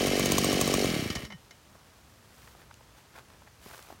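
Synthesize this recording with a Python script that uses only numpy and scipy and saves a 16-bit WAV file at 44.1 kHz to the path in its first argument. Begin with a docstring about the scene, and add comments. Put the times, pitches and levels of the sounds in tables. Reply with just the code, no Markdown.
"""The small two-stroke engine of a handheld earth auger idles unevenly, popping on every third or
fourth turn. Each turn puffs through a ringing muffler and gulps air while piston and clutch clatter.
The ignition is cut: it coasts down, rocks back against compression and stops with a few metal clinks.
The tool is then carried off through the grass of a quiet orchard, with rustles and soft knocks."""
import sys
import numpy as np
from scipy import signal
from scipy.fft import rfft, irfft, next_fast_len
from scipy.io import wavfile

SR = 44100
rng = np.random.default_rng(int(sys.argv[2]) if len(sys.argv) > 2 else 0)


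def file_out(sig):
    """Save sig as 16-bit WAV at sys.argv[1]."""
    # one column per channel
    cols = np.atleast_2d(sig).T
    # limit, then scale
    lim = np.clip(cols, -1, 1)
    pcm = np.round(lim * 32767).astype(np.int16)
    wavfile.write(sys.argv[1], SR, pcm)


N = 176400


def amp(db):
    return 10 ** (np.asarray(db) / 20)


def unit(x):
    return x / np.sqrt(np.mean(x ** 2) + 1e-20)


def clock():
    return np.arange(N) / SR


def bell(t, width):
    """A smooth swell around t = 0; width is its half length."""
    return np.exp(-.5 * (t / width) ** 2)


def filtered(x, response):
    """EQ x with a gain curve over frequency."""
    m = next_fast_len(N + SR // 2)
    return irfft(rfft(x, m) * response(np.fft.rfftfreq(m, 1 / SR)), m)[:N]


def noise(spectrum, grain=0, size=16):
    """Noise of rms 1 with a (Hz, dB) spectrum; grain roughens it in lumps of size samples."""
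    f, db = np.transpose(spectrum)
    lumps = np.repeat(np.exp(grain * rng.standard_normal(N // size + 1)), size)[:N]
    rough = lumps * rng.standard_normal(N)
    return unit(filtered(rough, lambda hz: amp(np.interp(np.log(hz + 1), np.log(f), db))))


def swells(rows):
    """Envelope of (s, dB, half length s) swells."""
    return np.sqrt(sum((amp(db) * bell(clock() - s, width)) ** 2 for s, db, width in rows))


def burst(envelope, x):
    """x under a short envelope, carrying that envelope's energy."""
    return unit(envelope * x) * np.sqrt(np.mean(envelope ** 2))


def chirp(u, hz, width, sag_s):
    """A short swell of tone whose pitch falls through hz at u = 0."""
    return bell(u, width) * np.sin(2 * np.pi * hz * sag_s * (1 - np.exp(np.minimum(-u / sag_s, 10))))


IDLE_HZ, FIRST_TURN_S, CUT_S, ROCK_BACK_S = 47.7, .0093, .857, 1.2
# The idle and the coast to rest. Each row: time in seconds, turns per second.
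CRANK_SPEED = [(0, 47.55), (.4, 48.3), (.6, 47.17), (.83, 48.05), (.92, 41.35), (1.03, 29.83), (1.1, 21.2),
               (1.16, 13.5), (1.24, 13.5), (1.29, 0)]
def crank():
    """The crankshaft's speed as a share of idle, and its turns since the first puff."""
    hz = np.interp(clock(), *np.transpose(CRANK_SPEED))
    return hz / IDLE_HZ, np.cumsum(hz) / SR - FIRST_TURN_S * IDLE_HZ


# The pops. Each row: time in seconds, relative crack level in dB, turns that misfire after it.
HARD_FIRINGS = [(.072, -30, 1), (.198, -29, 2), (.2605, -26, 2), (0.3225, -23.5, 2), (.385, -22.5, 2),
                (.447, -25, 1), (.531, -32.5, 1), (0.6153, -23.5, 2), (0.679, -31, 0), (0.7423, -26.5, 1),
                (0.845, -36.5, 0)]
# Puffs at idle for force 0 (unfired), 0.5 (soft) and 1 (hard). Each row: delay in seconds, pitch in Hz,
# half length in seconds, level in dB, gulp level in dB, gulp pitch in Hz.
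PUFF_SHAPES = [(0.00225, 235, 0.0028, -21.5, -29, 170), (0.0015, 368, 0.0021, -18.5, -28.5, 320),
               (0.00044, 395, 0.00077, -14.5, -20, 136)]
def exhaust(soft_force=.54, misfire_force=.05, sag_s=.0045, gulp_s=.0082, scatter_db=.65):
    """Each turn puffs, falling in pitch as the cylinder empties, then gulps air at the intake."""
    speed, turns = crank()
    t, out = clock(), np.zeros(N)
    bangs, _, misses = np.transpose(HARD_FIRINGS)
    for s in np.interp(np.arange(int(turns[-1]) + 1), turns, t):
        chance, pace, since = rng.standard_normal(3), speed[int(s * SR)], s - bangs
        unfired = s > CUT_S or np.any((since > 0) & (since * IDLE_HZ < misses + .5))
        force = (misfire_force if unfired else soft_force) + .035 * chance[0]
        if np.abs(since).min() < .5 / IDLE_HZ:
            force = 1
        shape = [np.interp(force, [0, .5, 1], column) for column in np.transpose(PUFF_SHAPES)]
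        delay, hz, width, db, gulp_db, gulp_hz = shape
        near = np.abs(t - s) < .1
        age = t[near] - s
        u = age * pace ** .29 - delay  # slower turns give longer puffs
        cycles = hz * sag_s * (1 - np.exp(-u / sag_s)) + hz * delay * np.clip(2 * force, 0, 1)
        puff = bell(u, width) * np.cos(2 * np.pi * cycles)
        gulp = chirp(age * pace ** .72 - gulp_s, gulp_hz, width=.0015, sag_s=sag_s)
        out[near] -= amp(db + scatter_db * chance[1]) * pace ** .66 * puff
        out[near] += amp(gulp_db + scatter_db * chance[2]) * pace ** .12 * gulp
    return out * amp(-4.5 * (t > ROCK_BACK_S))  # the backward swing puffs more weakly


# The muffler's hollow tone. Each row: pitch in Hz, level in dB, ring time (t60) in seconds.
MUFFLER_MODES = [(226.6, -5.5, 0.31), (734, 1, 0.058)]
def muffler(puffs):
    """The puffs set the muffler ringing."""
    def resonance(f, hz, db, t60):
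        width_hz = np.log(1000) / (np.pi * t60)
        return amp(db) * 1j * f * width_hz / (hz * hz - f * f + 1j * f * width_hz)
    return filtered(puffs, lambda f: 1 + sum(resonance(f, *mode) for mode in MUFFLER_MODES))


# The metallic ring. Each row: pitch in Hz, relative level in dB, ring time (t60) in seconds.
FIN_MODES = [(1854, -4.5, 0.15), (2127, 0.5, 0.048), (2940, -1, 0.1), (3020, -1, 0.15), (3940, -11, 0.13),
             (4910, -10, 0.14), (5450, -2, 0.13)]
def fin_ring(drive):
    """The fins and casing ring under a shaking of the given strength."""
    t = np.arange(SR // 2) / SR
    modes = sum(amp(db - 60 * t / t60) / np.sqrt(t60) * np.sin(2 * np.pi * hz * t)
                for hz, db, t60 in FIN_MODES)
    return signal.fftconvolve(drive * rng.standard_normal(N), modes / np.linalg.norm(modes))[:N]


# Tone colours of the clatter and the rushing air. Each row: frequency in Hz, relative level in dB.
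CLATTER_EQ = [(60, -1), (300, 2), (700, 1), (900, -10.5), (1150, -4.5), (1380, -8), (1800, -3), (2100, 2),
              (2550, -4.5), (3300, 0), (4500, -7.5), (6000, -8.5), (7500, -14.5), (15000, -18.5)]
HISS_EQ = [(1000, -43), (3000, 5.5), (6000, 5.5), (7700, -2.5), (13000, -8.5), (15500, -21)]
def machinery(clatter_db=-34, ring_db=-44, hiss_db=-38):
    """Piston and clutch clatter, with rushing air; both swell once a turn and die with the speed."""
    speed, turns = crank()
    slap = amp(4 * bell(turns % 1 - .49, .097))  # a 4 dB lift halfway through each turn
    drive = slap * speed ** 1.03
    clatter = amp(clatter_db) * drive * noise(CLATTER_EQ, grain=.43)
    ring = amp(ring_db) * fin_ring(drive)
    hiss = amp(hiss_db) * slap * speed ** 3.2 * noise(HISS_EQ, grain=.36)
    return clatter + ring + hiss


def casing(x, t60=.03, body_db=-8):
    """Sound passes partly straight, partly through the many short resonances of the casing."""
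    t = np.arange(SR // 10) / SR
    body = rng.standard_normal(len(t)) * amp(-60 * t / t60)
    body *= amp(body_db) / np.linalg.norm(body)
    body[0] += 1  # the straight path
    return signal.fftconvolve(x, body / np.linalg.norm(body))[:N]


# The outdoor bed. Each row: frequency in Hz, relative level in dB.
AIR_EQ = [(30, -18), (52, 0), (115, -2.5), (300, -13), (1100, -15), (2200, -20), (6000, -23.5),
          (15000, -32.5)]
def orchard(level_db=-57):
    """Open air with a low distant rumble."""
    return amp(level_db) * noise(AIR_EQ, grain=.23)


# The bite on top of each pop. Each row: frequency in Hz, relative level in dB.
CRACK_EQ = [(800, -18), (1130, 9.5), (1400, -36), (2200, -4), (5600, -9.5), (6400, 2.5), (7700, -12.5),
            (8500, 0), (9500, -12), (12000, -13.5), (15000, -8)]
def cracks(lead_s=.0014, rise_s=.0017, fall_s=.0037, boost_db=4.5):
    """Hard firings spit a bright crack as the exhaust port opens."""
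    drive = np.zeros(N)
    for s, db, _ in HARD_FIRINGS:
        u = clock() - s + lead_s
        drive += amp(db + boost_db) * np.where(u < 0, bell(u, rise_s), np.exp(-np.abs(u) / fall_s))
    return drive * noise(CRACK_EQ)


# Metal hits. Each row: time in seconds, level in dB, decay in seconds, treble limit in Hz.
CLINK_HITS = [(1.103, -27, 0.0057, 5000), (1.154, -29.5, 0.011, 7100), (1.171, -31, 0.0018, 2500),
              (1.223, -39, 0.0072, 2600), (1.252, -38, 0.0053, 6500), (1.304, -36.5, 0.012, 2200),
              (1.324, -35, 0.0073, 2520), (1.51, -43, 0.0059, 5000)]
# Their tone colour. Each row: frequency in Hz, relative level in dB.
CLINK_EQ = [(300, -4), (1200, -2), (1650, -6), (2130, 4.5), (2550, -8), (5800, 1), (9000, -8.5)]
def clinks(ring_db=-5, rise_s=.0014):
    """As the crank rocks to rest, loose parts rattle and the fins ring."""
    t, out = clock(), np.zeros(N)
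    for s, db, fall_s, top_hz in CLINK_HITS:
        drive = amp(db) * np.where(t < s, bell(t - s, rise_s), np.exp(-np.abs(t - s) / fall_s))
        rattle = burst(drive, noise(CLINK_EQ))
        ring = amp(ring_db) * unit(fin_ring(drive)) * np.sqrt(np.mean(drive ** 2))
        out += filtered(rattle + ring, lambda hz: 1 / np.sqrt(1 + (hz / top_hz) ** 4))
    return out


# Low shakes. Each row: peak time in seconds, level in dB, pitch in Hz, half length in seconds.
FRAME_SHUDDERS = [(1.295, -47, 211, 0.028), (1.35, -41, 166.5, 0.011)]
def shudders(last_sag_s=.057):
    """The frame shudders ever lower; longer shudders sag more slowly."""
    last_width = FRAME_SHUDDERS[-1][-1]
    return sum(amp(db) * chirp(clock() - s, hz, width, last_sag_s * (width / last_width) ** 2)
               for s, db, hz, width in FRAME_SHUDDERS)


# Swishes. Each row: peak time in seconds, stalk level in dB, leaf level in dB, half length in seconds.
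GRASS_SWISHES = [(1.91, -73, -70.5, 0.49), (2.44, -62.5, -59.5, 0.097), (2.609, -55.5, -64, 0.016),
                 (2.979, -55.5, -63, 0.016), (3.176, -48.5, -61, 0.023), (3.329, -58, -78, 0.027),
                 (3.675, -55, -52.5, 0.039), (3.77, -54.5, -53.5, 0.053), (3.884, -57, -58, 0.053)]
# Tone colours of stalks and leaves. Each row: frequency in Hz, relative level in dB.
STALK_EQ = [(100, -16), (400, -3.5), (750, -1), (1450, -2), (2500, -11), (15000, -29)]
LEAF_EQ = [(700, -3), (2500, -3), (9000, -8), (15000, -8.5)]
def grass():
    """Steps brush through the grass: crunchy stalks under a leafy hiss."""
    stalks = swells([(s, db, width) for s, db, _, width in GRASS_SWISHES])
    leaves = swells([(s, db, width) for s, _, db, width in GRASS_SWISHES])
    return stalks * noise(STALK_EQ, grain=.55, size=160) + leaves * noise(LEAF_EQ, grain=.3, size=48)


def tap(s, db, hz, width):
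    """A brief contact: a broad burst of noise around one pitch."""
    band = [(hz / 10, -30), (hz / 1.6, 0), (hz * 1.35, 0), (hz * 2.4, -16), (hz * 10, -40)]
    return burst(swells([(s, db, width)]), noise(band))


# Dull bumps. Each row: time in seconds, level in dB, pitch in Hz, half length in seconds.
SOFT_KNOCKS = [(1.755, -50, 900, 0.0018), (2.477, -49, 1400, 0.0019), (2.551, -48, 704, 0.0013),
               (2.619, -52, 1000, 0.0015), (2.713, -44, 1150, 0.0015), (2.811, -51, 750, 0.0025),
               (3.421, -53, 1100, .002), (3.476, -51, 1350, 0.004), (3.665, -43.5, 290, 0.0026),
               (3.905, -41.5, 690, 0.0023), (3.927, -42.5, 590, 0.002)]
def knocks():
    """Steps and handling of the tool knock softly."""
    return sum(tap(*row) for row in SOFT_KNOCKS)


# Bright ticks. Each row: time in seconds, level in dB, pitch in Hz.
STALK_SNAPS = [(2.742, -49, 5560), (3.780, -50, 4800), (3.826, -48.5, 7000)]
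def snaps():
    """A few stalks snap."""
    return sum(tap(*row, width=.001) for row in STALK_SNAPS)


def scene():
    """The engine, its stop and the walk away, over open air, in mono."""
    engine = muffler(exhaust()) + cracks() + casing(machinery())
    stop = clinks() + shudders()
    walk = grass() + knocks() + snaps()
    return (engine + stop + walk + orchard())[None]


def record(dry, low_hz=39, top_hz=15900):
    """The microphone drops the deep bass and the top."""
    return filtered(dry[0], lambda hz: (hz < top_hz) * (1 - 1 / (1 + (hz / low_hz) ** 10)))[None]


dry = scene()
out = record(dry)
file_out(out)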